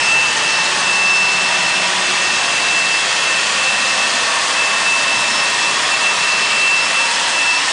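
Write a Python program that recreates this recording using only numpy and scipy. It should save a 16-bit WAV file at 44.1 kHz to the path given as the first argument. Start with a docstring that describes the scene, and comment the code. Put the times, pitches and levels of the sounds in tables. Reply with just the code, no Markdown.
"""A rug washing machine runs in a workshop, heard by one hand-held microphone that moves along its frame.
From the start brushes and spray rush (coloured noise that rings in the metal trough), a nozzle whistles
and a blower whines (harmonics of its blade tone), swelling in the hall's standing waves; the whole dips as it gets loud.
Soon a low drive hum (two harmonics) swells too; near 3 s its pitch climbs. Near 4.4 s the whine sags
in pitch, then recovers; by 6 s the whistle has sunk into the rush."""
import sys
import numpy as np
from scipy import signal
from scipy.io import wavfile
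from scipy.ndimage import uniform_filter1d

SR = 44100
rng = np.random.default_rng(int(sys.argv[2]) if len(sys.argv) > 2 else 0)


def rack_gain(trim_db):
    """Turn a fader trim in dB into the linear factor to multiply a signal by."""
    fader = np.asarray(trim_db, float)
    return 10 ** (fader / 20)


def put_to_file(sound):
    """Save the sound as 16-bit audio at rate SR, in the file named by the first command-line argument."""
    columns = np.atleast_2d(sound).T  # one column per channel
    safe = np.clip(columns, -1, 1)
    whole_steps = np.round(safe * 32767)
    wavfile.write(sys.argv[1], SR, whole_steps.astype(np.int16))


N = 340452  # length in samples


def in_time(rows, s):
    """Joins the rows of a table with straight lines; the first column is time."""
    times, *columns = np.transpose(rows)
    return [np.interp(s, times, column) for column in columns]


def drift(rate_hz):
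    """Slow chance: coarse noise joined by straight lines, spread about 1."""
    points = rng.standard_normal(4000)
    return np.interp(np.arange(N) * rate_hz / SR, np.arange(4000), points)


def patches(hz, s, width_hz, last_s):
    """A random field over frequency and time, smooth over width_hz and last_s; spread 1."""
    bins = max(1, round(width_hz / hz[1, 0]))
    steps = max(1, round(last_s / s[1]))
    field = rng.standard_normal((len(hz), len(s)))
    for _ in range(2):
        field = uniform_filter1d(field, size=bins, axis=0)
        field = uniform_filter1d(field, size=steps, axis=1)
    return field / field.std()


def bell(hz, centre_hz, width_hz):
    """Shape of a resonance, 1 on top and half at half the width to either side."""
    return 1 / (1 + (2 * (hz - centre_hz) / width_hz) ** 2)


def coloured(x, size, colour_db):
    """Cuts x into short-time spectra, scales each by colour_db(hz, s) and joins them again."""
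    overlap = size * 3 // 4
    hz, s, frames = signal.stft(x, SR, nperseg=size, noverlap=overlap)
    hz_column = np.maximum(hz, 1)[:, None]
    shaped = frames * rack_gain(colour_db(hz_column, s))
    return signal.istft(shaped, SR, nperseg=size, noverlap=overlap)[1][:N]


def splash(hz, s):
    """The spray comes unevenly: its treble flickers in wide bands and in small flecks."""
    wide_db = 0.63 * patches(hz, s, width_hz=3000, last_s=0.02)
    flecks_db = 1.24 * patches(hz, s, width_hz=200, last_s=0.015)
    return (wide_db + flecks_db) / (1 + (3500 / hz) ** 4)


# what the microphone's place does to the rush:
# start_s, rumble_lift_db, spray_lift_db (how open the view is), low_trough_ring_hz, upper_trough_ring_hz
PLACE_PATH = [(0, 2, -1, 877, 1010), (.6, 1.5, -1.5, 892, 1030), (1.2, 2.5, -2, 960, 1170),
              (3, 0.5, -.5, 985, 1140), (4.5, 0.5, 1.5, 915, 1095), (5.6, 1.5, 1, 945, 1080),
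              (6.6, 0, -1.5, 930, 1133), (7.2, -0.5, 2, 934, 1114), (7.72, -3.5, -1, 1014, 1100)]
# plain colour of brushes and spray, only the shape counts: pitch_hz, level_db (per Hz)
RUSH_COLOUR = [(15, -64.5), (25, -27), (75, -30.5), (128, -17.5), (200, -16.5), (447, -14), (560, -9),
               (1070, -6.5), (1450, -6.5), (1820, -5.5), (2280, -8), (2650, -4), (2860, -6.5),
               (7980, -14.5), (10000, -20.5), (13000, -56), (22000, -120)]
# weaker steady resonances of the frame: pitch_hz, width_hz, lift_db
FRAME_RINGS = [(202, 53, 1.5), (620, 90, 1), (2440, 55, -1), (3334, 150, 2.5), (4260, 81, 2),
               (4780, 460, 2)]
LOW_RING_DB, UPPER_RING_DB, TROUGH_WIDTH_HZ = 5.5, 5, 82
GUARD_RING_DB, GUARD_HZ, GUARD_WIDTH_HZ = 5.5, 1845, 117
RING_SWAY_DB = 0.8  # rings wax and wane by chance
NOZZLE_START_DB, NOZZLE_LOSS_DB_PER_S = 6, 1  # the whistle is left behind
NOZZLE_HZ, NOZZLE_WIDTH_HZ = 6270, 120
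RUMBLE_TOP_HZ, SPRAY_FROM_HZ = 420, 11000  # half of the lift is left here


def swaying(ring_db, s):
    """Lift of a ring that wanders slowly about ring_db."""
    return ring_db + RING_SWAY_DB * np.interp(s, np.arange(N) / SR, drift(1.5))


def nozzle_whistle(hz, s):
    """A narrow lift of the rush that comes and goes by chance and sinks steadily."""
    sputter = np.clip(1 + 0.5 * rng.standard_normal(len(s)), 0, 2)
    lift_db = (NOZZLE_START_DB - NOZZLE_LOSS_DB_PER_S * s) * sputter
    return lift_db * bell(hz, NOZZLE_HZ, NOZZLE_WIDTH_HZ)


def machine_colour(hz, s):
    """Spectrum of the rush, the rings of the metalwork, the microphone's place and chance peaks."""
    rumble_db, spray_db, low_hz, upper_hz = in_time(PLACE_PATH, s)
    colour_hz, colour_db = np.transpose(RUSH_COLOUR)
    db = np.interp(np.log(hz), np.log(colour_hz), colour_db)
    for centre_hz, width_hz, lift_db in FRAME_RINGS:
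        db = db + lift_db * bell(hz, centre_hz, width_hz)
    db = db + swaying(LOW_RING_DB, s) * bell(hz, low_hz, TROUGH_WIDTH_HZ)
    db = db + swaying(UPPER_RING_DB, s) * bell(hz, upper_hz, TROUGH_WIDTH_HZ)
    db = db + swaying(GUARD_RING_DB, s) * bell(hz, GUARD_HZ, GUARD_WIDTH_HZ)
    db = db + nozzle_whistle(hz, s)
    db = db + rumble_db / (1 + (hz / RUMBLE_TOP_HZ) ** 4)
    db = db + spray_db / (1 + (SPRAY_FROM_HZ / hz) ** 4)
    # narrow peaks and dips in the rush come and go by chance, each lasting about half a second
    return db + 1.79 * patches(hz, s, width_hz=25, last_s=0.5)


def rush():
    """White noise takes on the splash of the spray, then the colour of the machine."""
    noise = rng.standard_normal(N)
    spray = coloured(noise, size=512, colour_db=splash)
    sound = coloured(spray, size=4096, colour_db=machine_colour)
    return rack_gain(-17) * sound / sound.std()  # overall level in dB


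def swells(rows, s, floor_db):
    """Level in dB of a tone that rises and sinks as one smooth arch through each loud spot."""
    height = rack_gain(floor_db)  # left between loud spots
    for peak_s, length_s, peak_db in rows:
        across = np.clip((s - peak_s) / length_s, -0.5, 0.5)
        height = height + rack_gain(peak_db) * np.cos(np.pi * across) ** 2
    return 20 * np.log10(height)


def tones(hz, harmonic_db, waver_hz, waver_rate, flutter_db, smear_rad):
    """Harmonics of an unsteady pitch; the hall's many paths shake level and phase, more so higher up."""
    phase = 2 * np.pi * np.cumsum(hz + waver_hz * drift(waver_rate)) / SR
    out = 0
    for order, db in enumerate(harmonic_db, start=1):
        shaken_db = db + order * flutter_db * drift(18.0)
        shaken_phase = order * (phase + smear_rad * drift(15.0))
        out = out + np.sqrt(2) * rack_gain(shaken_db) * np.sin(shaken_phase)
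    return out


# pitch of the blower's blade tone before its small waver: start_s, pitch_hz
BLADE_PITCH = [(0, 2661), (0.8, 2660), (3.75, 2661), (4.05, 2646), (4.4, 2641), (4.7, 2645), (5.4, 2654),
               (6, 2669), (6.7, 2670), (7, 2666), (7.4, 2658), (7.72, 2657)]
# loud spots of the standing waves that the microphone crosses, each added to the floor:
# peak_s, length_s, peak_db
WHINE_SPOTS = [(.15, .49, -15), (.47, 0.26, -22), (.62, 0.33, -21), (.9, .35, -20.5), (1.15, 0.67, -15.5),
               (1.52, 0.92, -21.5), (1.81, 0.28, -27), (2.3, 1, -23.5), (2.79, 0.65, -20),
               (2.98, .24, -24.5), (3.31, 0.59, -22), (3.68, 0.31, -20), (3.87, 0.31, -22),
               (4.03, 0.17, -22), (4.22, 0.46, -29.5), (4.63, 0.31, -22), (4.76, .14, -21),
               (4.93, 0.28, -16), (5.17, 0.49, -20.5), (5.45, 0.36, -23), (5.67, 0.25, -20),
               (5.84, .12, -32), (5.94, .12, -19.5), (6.07, 0.17, -16), (6.33, 0.58, -19.5),
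               (6.7, 0.48, -13.5), (7.0, 0.28, -18.5), (7.18, .25, -32), (7.47, 0.41, -16),
               (7.72, 0.11, -31)]
# the same for its 2nd harmonic: peak_s, length_s, peak_db
OVERTONE_SPOTS = [(0, 0.23, -31), (.57, 0.38, -34), (1.12, 0.32, -32), (1.4, 0.9, -35), (1.81, 0.24, -36),
                  (2.3, 0.57, -40), (3.13, 0.21, -40), (3.39, .28, -35), (3.92, .3, -38), (4.4, .4, -43),
                  (4.85, 0.33, -38), (5.15, .45, -34), (5.36, 0.23, -31), (5.84, .3, -36), (6.45, .54, -37),
                  (6.83, .23, -35), (7.01, 0.21, -37), (7.6, .9, -33.5)]


def blower_whine(s):
    """Fan blades give a tone with two overtones; the first two parts swell in loud spots."""
    first_db = swells(WHINE_SPOTS, s, floor_db=-40.5)
    second_db = swells(OVERTONE_SPOTS, s, floor_db=-45.5)
    third_db = -48 + 3 * drift(2.8)  # fades by chance
    pitch_hz, = in_time(BLADE_PITCH, s)
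    return tones(pitch_hz, [first_db, second_db, third_db],
                 waver_hz=1.5, waver_rate=12.0, flutter_db=1.3, smear_rad=0.35)


# loud spots of the drive hum, each added to the floor: peak_s, length_s, peak_db
HUM_SPOTS = [(1.45, 2.4, -42), (2.05, 0.58, -50), (2.85, 0.5, -44.5), (3.8, 1.1, -45.5),
             (4.75, 0.63, -46.5)]
# the drive speeds up once and is left behind: start_s, pitch_hz, second_harmonic_db
DRIVE_SPEED = [(0, 185.5, -49), (2.2, 186.3, -42), (2.85, 183.3, -53), (3.15, 197.4, -52),
               (4.75, 210.5, -61), (7.72, 207.5, -62)]


def drive_hum(s):
    """The turning drive hums on a pitch that follows its speed, with a 2nd harmonic."""
    pitch_hz, second_db = in_time(DRIVE_SPEED, s)
    first_db = swells(HUM_SPOTS, s, floor_db=-59)
    return tones(pitch_hz, [first_db, second_db],
                 waver_hz=4.0, waver_rate=8.0, flutter_db=2.0, smear_rad=0.55)


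def scene():
    """Adds the sources; one microphone feeds both channels."""
    s = np.arange(N) / SR
    mono = rush() + blower_whine(s) + drive_hum(s)
    return np.tile(mono, (2, 1))


def gain_control(x, hold_db, squeeze, follow_s):
    """Gain falls by a share of each dB the smoothed level stands above hold_db, and rises below it."""
    r = np.exp(-1 / (follow_s * SR))
    start = [r * rack_gain(2 * hold_db)]  # begins as if the level had been hold_db
    power = signal.lfilter([1 - r], [1, -r], x[0] ** 2, zi=start)[0]
    over_db = 10 * np.log10(power + 1e-12) - hold_db
    return x * rack_gain(-squeeze * over_db)


def band_limit(x):
    """A steep low-pass at the top of the band."""
    return signal.sosfilt(signal.butter(12, 10710, fs=SR, output="sos"), x)


def record(dry):
    """The microphone's gain control, then a steep cut of the top."""
    held = gain_control(dry, hold_db=-14.5, squeeze=0.39, follow_s=0.023)
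    low_pass = signal.ellip(12, 0.3, 75, 9976, fs=SR, output="sos")  # ripple dB, stop dB, cutoff Hz
    mix = signal.sosfilt(low_pass, held)
    return band_limit(mix)


dry = scene()
out = record(dry)
put_to_file(out)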